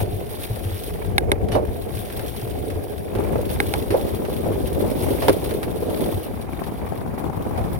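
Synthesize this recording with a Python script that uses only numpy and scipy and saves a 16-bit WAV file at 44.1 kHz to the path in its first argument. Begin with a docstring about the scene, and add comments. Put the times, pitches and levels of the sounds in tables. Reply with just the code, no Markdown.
"""Dry leaves crunch and a frame knocks as a mountain bike rolls down a dirt trail in open woodland.
Heard close up, from a camera on the rider with two microphone ports. Rough ground drums on the hollow
tyres, the tread crushes leaves and snaps twigs, bumps jolt and boom through the frame, and loose parts
clack and faintly ring. From three seconds on, the head wind buffets the ports."""
import sys
import numpy as np
from scipy import signal
from scipy.fft import rfft, irfft, next_fast_len
from scipy.io import wavfile
from scipy.ndimage import map_coordinates

SR = 44100
rng = np.random.default_rng(int(sys.argv[2]) if len(sys.argv) > 2 else 0)


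def dump_mix(stems):
    """Bounce the given channels to the path in sys.argv[1] as a 16-bit WAV at rate SR."""
    frames = np.atleast_2d(stems).T  # one column per channel
    limited = np.clip(frames, -1, 1)  # hard clip at full scale
    pcm = np.round(limited * 32767).astype(np.int16)
    wavfile.write(sys.argv[1], SR, pcm)


N = 343539
TOP_HZ = 16050  # the camera's band limit

# Depth of the leaf litter under the tyres. Each row: time in seconds, relative crunch level in dB.
LEAF_LITTER = [(0, -40), (.2, -48.5), (.57, -44.5), (.88, -45), (1.3, -59), (1.6, -55), (1.95, -45),
               (2.5, -46), (2.8, -49.5), (3.47, -48.5), (3.69, -45), (4.7, -46), (5.2, -39), (5.72, -48.5),
               (6.03, -42.5), (6.33, -50), (7.16, -55.5), (7.79, -50.5)]
# Riding noise. Each row: time in seconds, relative levels of roar and of rumble in dB.
RIDE_LEVELS = [(0, -32, -35.5), (.4, -38, -42), (.95, -38, -40.5), (1.1, -34.5, -33), (1.53, -29, -33),
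               (1.83, -36, -38), (2.4, -38.5, -41), (2.58, -32, -38.5), (3.08, -36.5, -42),
               (3.3, -33.5, -33), (3.65, -32, -35), (4.2, -31, -38.5), (5.1, -30.5, -33.5),
               (5.45, -30.5, -39), (6.02, -31, -40.5), (6.4, -37.5, -40.5), (7.1, -33, -41),
               (7.79, -32, -34.5)]
# Modes of the struck frame. Each row: frequency in Hz, relative level in dB, t60 in seconds.
FRAME_MODES = [(353, -8, 0.026), (814, -7.5, 0.031), (1607, -5, 0.027), (2156, 3, 0.009),
               (3150, -19, 0.006), (3790, 0, 0.007), (5970, -38, .008), (10030, -8.5, 0.023)]
# Colour of snaps, cracks and rattles. Each row: frequency in Hz, relative level in dB.
SNAP_SPECTRUM = [(400, 7.5), (1000, 7), (2100, 6.5), (3500, 0), (5000, -3.5), (7500, -15.5), (9800, 0),
                 (16000, -13)]


def amp(db):
    """Decibels to gain."""
    return 10 ** (np.asarray(db) / 20)


def unit(x):
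    """Scale to rms 1."""
    return x / np.sqrt(np.mean(x ** 2) + 1e-20)


def curves(rows):
    """One value per sample for each column after the time."""
    times, *columns = np.transpose(rows)
    return [np.interp(np.arange(N) / SR, times, column) for column in columns]


def swells(rows, half_s):
    """A dB curve with one smooth swell for each (s, dB)."""
    t = np.arange(N) / SR
    return sum(db * np.exp(-np.minimum(((t - s) / half_s) ** 2, 20)) for s, db in rows)


def wobble(rate):
    """A smooth random curve, rate knots a second."""
    return map_coordinates(rng.standard_normal(int(N * rate / SR) + 4), [np.arange(N) * rate / SR])


def chance(per_s, level_db, scatter_db):
    """Random events (s, dB) whose strength follows a level curve."""
    when, size = rng.random((int(per_s * N / SR), 2)).T
    return list(zip(when * N / SR, level_db[(when * N).astype(int)] + scatter_db * (2 * size - 1)))


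def filtered(x, response):
    """Filter x by a complex response of frequency."""
    size = next_fast_len(N + SR // 4)
    return irfft(rfft(x, size) * response(np.fft.rfftfreq(size, 1 / SR)), size)[..., :N]


def coloured(x, spectrum):
    """Give x a spectrum of (Hz, dB) points; white noise keeps its power."""
    points_hz, db = np.transpose(spectrum)
    return filtered(x, lambda hz: unit(amp(np.interp(np.log(hz + 1), np.log(points_hz), db))))


def resonance(hz, centre_hz, width_hz):
    """Complex response of one damped mode."""
    return 1j * hz * width_hz / (centre_hz ** 2 - hz ** 2 + 1j * hz * width_hz)


def resonate(x, modes):
    """Pass x through modes (Hz, width Hz, dB) of alternating sign."""
    return filtered(x, lambda hz: sum((-1) ** k * amp(db) * resonance(hz, centre, width)
                                      for k, (centre, width, db) in enumerate(modes)))


def struck(modes, t):
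    """Three rows of dying modes (Hz, dB, t60 s), each excited at random strength."""
    return sum(amp(db - 60 * t / t60) * rng.standard_normal((3, 1)) * np.sin(2 * np.pi * hz * t)
               for hz, db, t60 in modes)


def blend(a, b, share):
    """Cross-fade from a to b at equal power."""
    share = np.clip(share, 0, 1)
    return np.sqrt(1 - share) * a + np.sqrt(share) * b


def ports(rows, direct, side=1, lag_s=0.000355):
    """Row 0 reaches both ports (side 1: right first, -1: left); rows 1 and 2 scatter, one to each."""
    late = filtered(rows[0], lambda hz: np.exp(-2j * np.pi * hz * lag_s))
    return blend(rows[1:], np.array([late, rows[0]])[::side], direct)


def pan(left_db):
    """Gains for a left-minus-right level."""
    return amp([[left_db / 2], [-left_db / 2]])


def add(track, s, sound):
    """Mix a sound into a track at time s."""
    part = track[..., max(0, round(s * SR)):][..., :sound.shape[-1]]
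    part += sound[..., :part.shape[-1]]


def lumpy_noise(spectrum, lumpy_db, rate):
    """Noise that comes in quick lumps like turbulence, unrelated at the two ports."""
    lumps = amp(lumpy_db * np.array([wobble(rate), wobble(rate)]))
    return unit(coloured(lumps * rng.standard_normal((2, N)), spectrum))


def singing_metal(level_db=-58, flicker_db=5.0):
    """Constant shaking keeps the bike's metal parts faintly ringing."""
    # Each row: frequency in Hz, width in Hz, relative level in dB.
    metal_modes = [(1620, 90, 4.5), (4743, 50, -6.5), (9460, 100, -8.5), (14905, 110, -4)]
    shaking = amp(flicker_db * wobble(30)) * rng.standard_normal((2, N))
    return amp(level_db) * unit(resonate(shaking, metal_modes))


def clink(start_s=1.517, db=-31, bounces=4, gap_s=0.0097, t60=0.047):
    """Just before a hard bump, a loose steel part chatters against the frame."""
    # Each row: frequency in Hz, relative level in dB.
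    steel_modes = [(2950, -4), (3650, -4.5), (4750, -23), (5700, -9), (9400, -13)]
    out, t = np.zeros((3, N)), np.arange(SR // 8) / SR
    for bounce in range(bounces):
        ring = struck([(hz, level, t60) for hz, level in steel_modes], t)
        add(out, start_s + bounce * gap_s, amp(db) * ring)
    return ports(out, direct=0.43)


def twigs_and_pebbles(t60=0.073, ring_db=-14):
    """Twigs snap and pebbles flick off the tread, faintly ringing the frame."""
    # Each row: start in seconds, relative level in dB.
    loud_ticks = [(1.486, -29.5), (2.1, -27.5), (2.1944, -25.5), (2.7018, -28), (4.25, -27), (5.509, -23),
                  (5.6305, -20.5), (6.6378, -27.5)]
    small_twigs = chance(per_s=9, level_db=curves(LEAF_LITTER)[0] + 5.5, scatter_db=6)
    snaps, rings, t = np.zeros((3, N)), np.zeros((3, N)), np.arange(SR // 16) / SR
    for s, db in loud_ticks + small_twigs:
        add(snaps, s, amp(db - 5.0 - 60 * t / t60) * rng.standard_normal((3, len(t))))
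        add(rings, s, amp(db + ring_db) * struck(FRAME_MODES, t))
    return ports(coloured(snaps, SNAP_SPECTRUM) + rings, direct=0.17)


def clacks(rear_delay_s=0.1362, crack_t60=0.011):
    """A root slaps cable or chain on the frame, once per wheel: its modes ring under a short crack."""
    # Each row: start in seconds, relative levels of front ring, rear ring and crack in dB.
    roots = [(1.181, -1.5, -6.5, -5), (3.6019, -6, -14.5, -9.5)]
    rings, cracks, t = np.zeros((3, N)), np.zeros((3, N)), np.arange(SR // 16) / SR
    rise = 1 - np.exp(-t / 0.00057)
    front = [(s, ring_db, crack_db) for s, ring_db, _, crack_db in roots]
    rear = [(s + rear_delay_s, ring_db, crack_db) for s, _, ring_db, crack_db in roots]
    for s, ring_db, crack_db in front + rear:
        ring = sum((-1) ** k * amp(db + rng.standard_normal() - 60 * t / t60)
                   * np.sin(2 * np.pi * hz * t) for k, (hz, db, t60) in enumerate(FRAME_MODES))
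        add(rings, s, amp(ring_db) * ring * rise)
        crack_fade = amp(crack_db + 1.0 - 60 * t / crack_t60) * rise
        add(cracks, s, crack_fade * rng.standard_normal((3, len(t))))
    cracks = coloured(cracks, SNAP_SPECTRUM)
    return ports(rings, direct=1.0) * pan(left_db=-1.5) + ports(cracks, direct=0.047)


def jolts(shake_hz=97, heave_hz=42, heave_db=-8, shake_s=0.039):
    """Each dip in the trail shakes bike and camera for a few slow cycles, over one deeper heave."""
    # Each row: start in seconds, relative level in dB.
    dips = [(0.019, -23.5), (0.128, -23.5), (0.5, -21.5), (.654, -21.5), (0.721, -24), (0.906, -26.5),
            (1.26, -24), (1.373, -25), (1.526, -22.5), (1.964, -29), (2.426, -28), (2.755, -22.5),
            (3.16, -22.5), (3.905, -23.5), (4.482, -25), (5.302, -23.5), (6.14, -23.5)]
    out, t = np.zeros(N), np.arange(SR // 4) / SR
    heave = amp(heave_db) * np.sin(2 * np.pi * heave_hz * t) * np.exp(-t * heave_hz / 2)
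    envelope = (1 - np.exp(-t / 0.0025)) * np.exp(-(t / shake_s) ** 2)
    for s, db in dips:
        shake = np.sin(2 * np.pi * shake_hz * t * (1 + 0.066 * rng.standard_normal()))
        add(out, s, amp(db + 3.5) * (shake + heave) * envelope)
    return out * pan(left_db=1.5)


def knocks(relative_width=0.26, bump_hz=422, bump_t60=0.074, bump_rattle_db=-27):
    """Hard hits and small chance bumps boom in the frame, with a brief rattle on top."""
    # Each row: start in seconds, relative level in dB, pitch in Hz, t60 in seconds, rattle offset in dB.
    hard_hits = [(0.003, -23.5, 560, 0.09, -15.5), (1.32, -16.5, 433, 0.068, -17),
                 (1.519, -31, 600, 0.31, -4), (1.551, -15, 548, 0.21, -21.5),
                 (3.151, -24.5, 435, 0.12, -14), (3.186, -21, 300, 0.094, -22),
                 (3.315, -25.5, 450, .12, -29), (3.357, -16, 463, 0.04, -27),
                 (3.738, -25.5, 844, 0.091, -11), (3.905, -23, 405, 0.32, -12),
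                 (3.941, -14, 533, 0.16, -28), (5.22, -25, 600, 0.39, -8.5),
                 (5.2827, -8.5, 526, 0.061, -11), (5.294, -9, 380, 0.081, -16),
                 (7.576, -28, 710, 0.25, -15)]
    bumps = chance(per_s=4, level_db=curves(RIDE_LEVELS)[0] + 3.5, scatter_db=3)
    small_hits = [(s, db, bump_hz, bump_t60, bump_rattle_db) for s, db in bumps]
    boom, rattle, t = np.zeros((3, N)), np.zeros((2, N)), np.arange(SR // 3) / SR
    hz = np.fft.rfftfreq(len(t), 1 / SR)
    for s, db, pitch_hz, t60, rattle_db in hard_hits + small_hits:
        body = resonance(hz, pitch_hz, relative_width * pitch_hz) / (1 + (hz / 1100) ** 4)
        fade = amp(-60 * t / t60) * (1 - np.exp(-t / 0.00063))
        ring = fade * irfft(rfft(rng.standard_normal((3, len(t)))) * body, len(t))
        ring *= np.linalg.norm(fade) / np.linalg.norm(ring, axis=1, keepdims=True)
        add(boom, s, amp(db + 3.5) * ring)
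        rattle_fade = amp(db + rattle_db + 6.5 - 60 * t / (0.63 * t60))
        add(rattle, s, rattle_fade * rng.standard_normal((2, len(t))))
    return ports(boom, direct=0.58, side=-1) * pan(left_db=-4.0) + coloured(rattle, SNAP_SPECTRUM)


def tyre_hum():
    """Rough ground drums on the hollow tyres."""
    # Each row: frequency in Hz, relative level in dB.
    ground_spectrum = [(100, -11), (200, 1), (750, -2), (1100, -13), (4000, -26)]
    # Each row: frequency in Hz, width in Hz, relative level in dB.
    tyre_modes = [(212, 99, -10.5), (334, 140, -1), (438, 66, 4), (574, 115, -4.5), (736, 93, -4.5)]
    drumming = lumpy_noise(ground_spectrum, lumpy_db=3, rate=50)
    return unit(resonate(drumming, tyre_modes)) * amp(-1.4) * pan(left_db=-1.0)


def head_wind(deep_share):
    """Turbulence roars right at the microphone ports; deep_share of it is big, deep eddies."""
    # Each row of both: frequency in Hz, relative level in dB.
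    roar_spectrum = [(60, -35), (150, -8), (300, 0), (430, 0.5), (580, -3.5), (800, -16), (1200, -30),
                     (3000, -51)]
    deep_spectrum = [(60, -30), (140, -1), (220, -1), (400, -8), (600, -14.5), (760, -10), (1100, -18),
                     (3000, -51)]
    roar = lumpy_noise(roar_spectrum, lumpy_db=4.5, rate=120)
    deep_eddies = lumpy_noise(deep_spectrum, lumpy_db=5.0, rate=170) * pan(left_db=3.5)
    return blend(roar, deep_eddies, deep_share)


def tyres_and_wind():
    """The roar passes from tyres to head wind, while a low rumble runs underneath and air flutters at the ports
    throughout."""
    # The wind takes over. Each row: time in seconds, its share of the roar from 0 to 1.
    wind_shares = [(3.05, .05), (3.18, .93)]
    # Deep eddies out of the bend. Each row: time in seconds, their share of the wind from 0 to 1.
    eddy_shares = [(6.1, 0.13), (6.6, 0.89)]
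    # Gusts swell the roar and flutter briefly. Each row: centre in seconds, boost of the roar in dB.
    surges = [(2.22, 4.5), (3.19, 6.5), (3.34, 5.5), (4.5, 4.5), (4.84, 5.5), (5.08, 5), (5.9, 2.5),
              (6.06, 5), (7.6, 2.5)]
    # Each row of both: frequency in Hz, relative level in dB.
    rumble_spectrum = [(12, -34), (28, -15.5), (60, -0.5), (98, 0), (135, -7.5), (220, -11), (500, -60)]
    flutter_spectrum = [(400, 3.5), (800, 7), (1150, -2.5), (1600, -8), (2300, -5), (4000, -35),
                        (8000, -32)]
    roar_db, rumble_db = curves(RIDE_LEVELS)
    (wind_share,), (deep_share,) = curves(wind_shares), curves(eddy_shares)
    surge_db = swells(surges, half_s=0.07)
    roar = amp(roar_db + surge_db + 5.0) * blend(tyre_hum(), head_wind(deep_share), wind_share)
    rumble = amp(rumble_db + 7.5) * lumpy_noise(rumble_spectrum, lumpy_db=2.5, rate=29)
    flutter_db = -42 + 0.5 * wind_share + deep_share + 1.13 * surge_db + wobble(9)
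    flutter = amp(flutter_db) * lumpy_noise(flutter_spectrum, lumpy_db=5.5, rate=150)
    return roar + rumble * pan(left_db=6.5) + flutter


def fractures(per_s, size_db, life_s, samples=100):
    """Breaking leaves: three rows (rms 1) of tiny damped pings, random in time, pitch and size."""
    when, pitch, size = rng.random((3, int(3 * N / SR * per_s), 1))
    t = np.arange(samples) / SR
    strength = amp(-size_db * np.log(np.maximum(size, 0.004)))
    pings = strength * np.exp(-t / life_s) * np.sin(2 * np.pi * pitch * TOP_HZ * t)
    at = (when * 3 * N).astype(int) + np.arange(samples)
    return unit(np.bincount(at.ravel(), pings.ravel(), 3 * N)[:3 * N].reshape(3, N))


def leaf_collapses(per_s=70, depth=0.54, life_s=0.0083):
    """A gain of rms 1 that leaps up whenever a whole leaf collapses, then sinks back."""
    starts = (rng.random(N) < per_s / SR) * np.minimum(rng.exponential(size=N), np.pi)
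    return unit(1 + depth * signal.lfilter([1], [1, -np.exp(-1 / (life_s * SR))], starts))


def leaf_crunch():
    """The tread crushes leaves in bursts: thousands of fractures and some ringing husks over a rustle."""
    # Each row: frequency in Hz, relative level in dB.
    crunch_spectrum = [(500, -30), (1100, -2), (1700, -1.5), (2700, -2), (3500, 1), (4300, -3), (5200, -7),
                       (6500, -11), (7700, -12.5), (8600, -5.5), (9500, 1.5), (11500, -1), (16000, 0)]
    # Brief swells (+) and lulls (-) in the crunch; the one at 1.535 s is a loose part rattling.
    # Each row: centre in seconds, level change in dB.
    crunch_swells = [(.07, -9), (0.424, 4.5), (.87, 4.5), (1.535, 3), (1.86, -5.5), (3.52, 6.5),
                     (6.13, 1.5), (6.47, -9)]
    cracks = fractures(per_s=1800, size_db=2.5, life_s=0.00068)
    husks = fractures(per_s=350, size_db=1.2, life_s=0.003, samples=350)
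    rustle = rng.standard_normal((3, N))
    crunch = coloured(blend(blend(cracks, rustle, share=0.56), husks, share=0.2), crunch_spectrum)
    # the lower crunch comes straight from the tyre, the fizz from all around
    low = filtered(crunch, lambda hz: 1 / (1 + (hz / 6500) ** 8))
    fizz = pan(left_db=-1.2) * ports(crunch - low, direct=0.023)
    stereo = ports(low, direct=0.6) * amp(0.81 * wobble(110)) + fizz
    level_db = curves(LEAF_LITTER)[0] + swells(crunch_swells, half_s=0.032) + 6.8
    return stereo * leaf_collapses() * amp(level_db + 1.3 * wobble(45))


def scene():
    """Everything is close to the microphones and dry in the open wood."""
    rolling = leaf_crunch() + tyres_and_wind()
    return rolling + jolts() + knocks() + clacks() + clink() + twigs_and_pebbles() + singing_metal()


def record(dry):
    """The camera rounds off the highest peaks and keeps nothing above its band limit."""
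    rounded = dry / (1 + dry ** 6) ** (1 / 6)
    return filtered(rounded, lambda hz: hz < TOP_HZ)


dry = scene()
out = record(dry)
dump_mix(out)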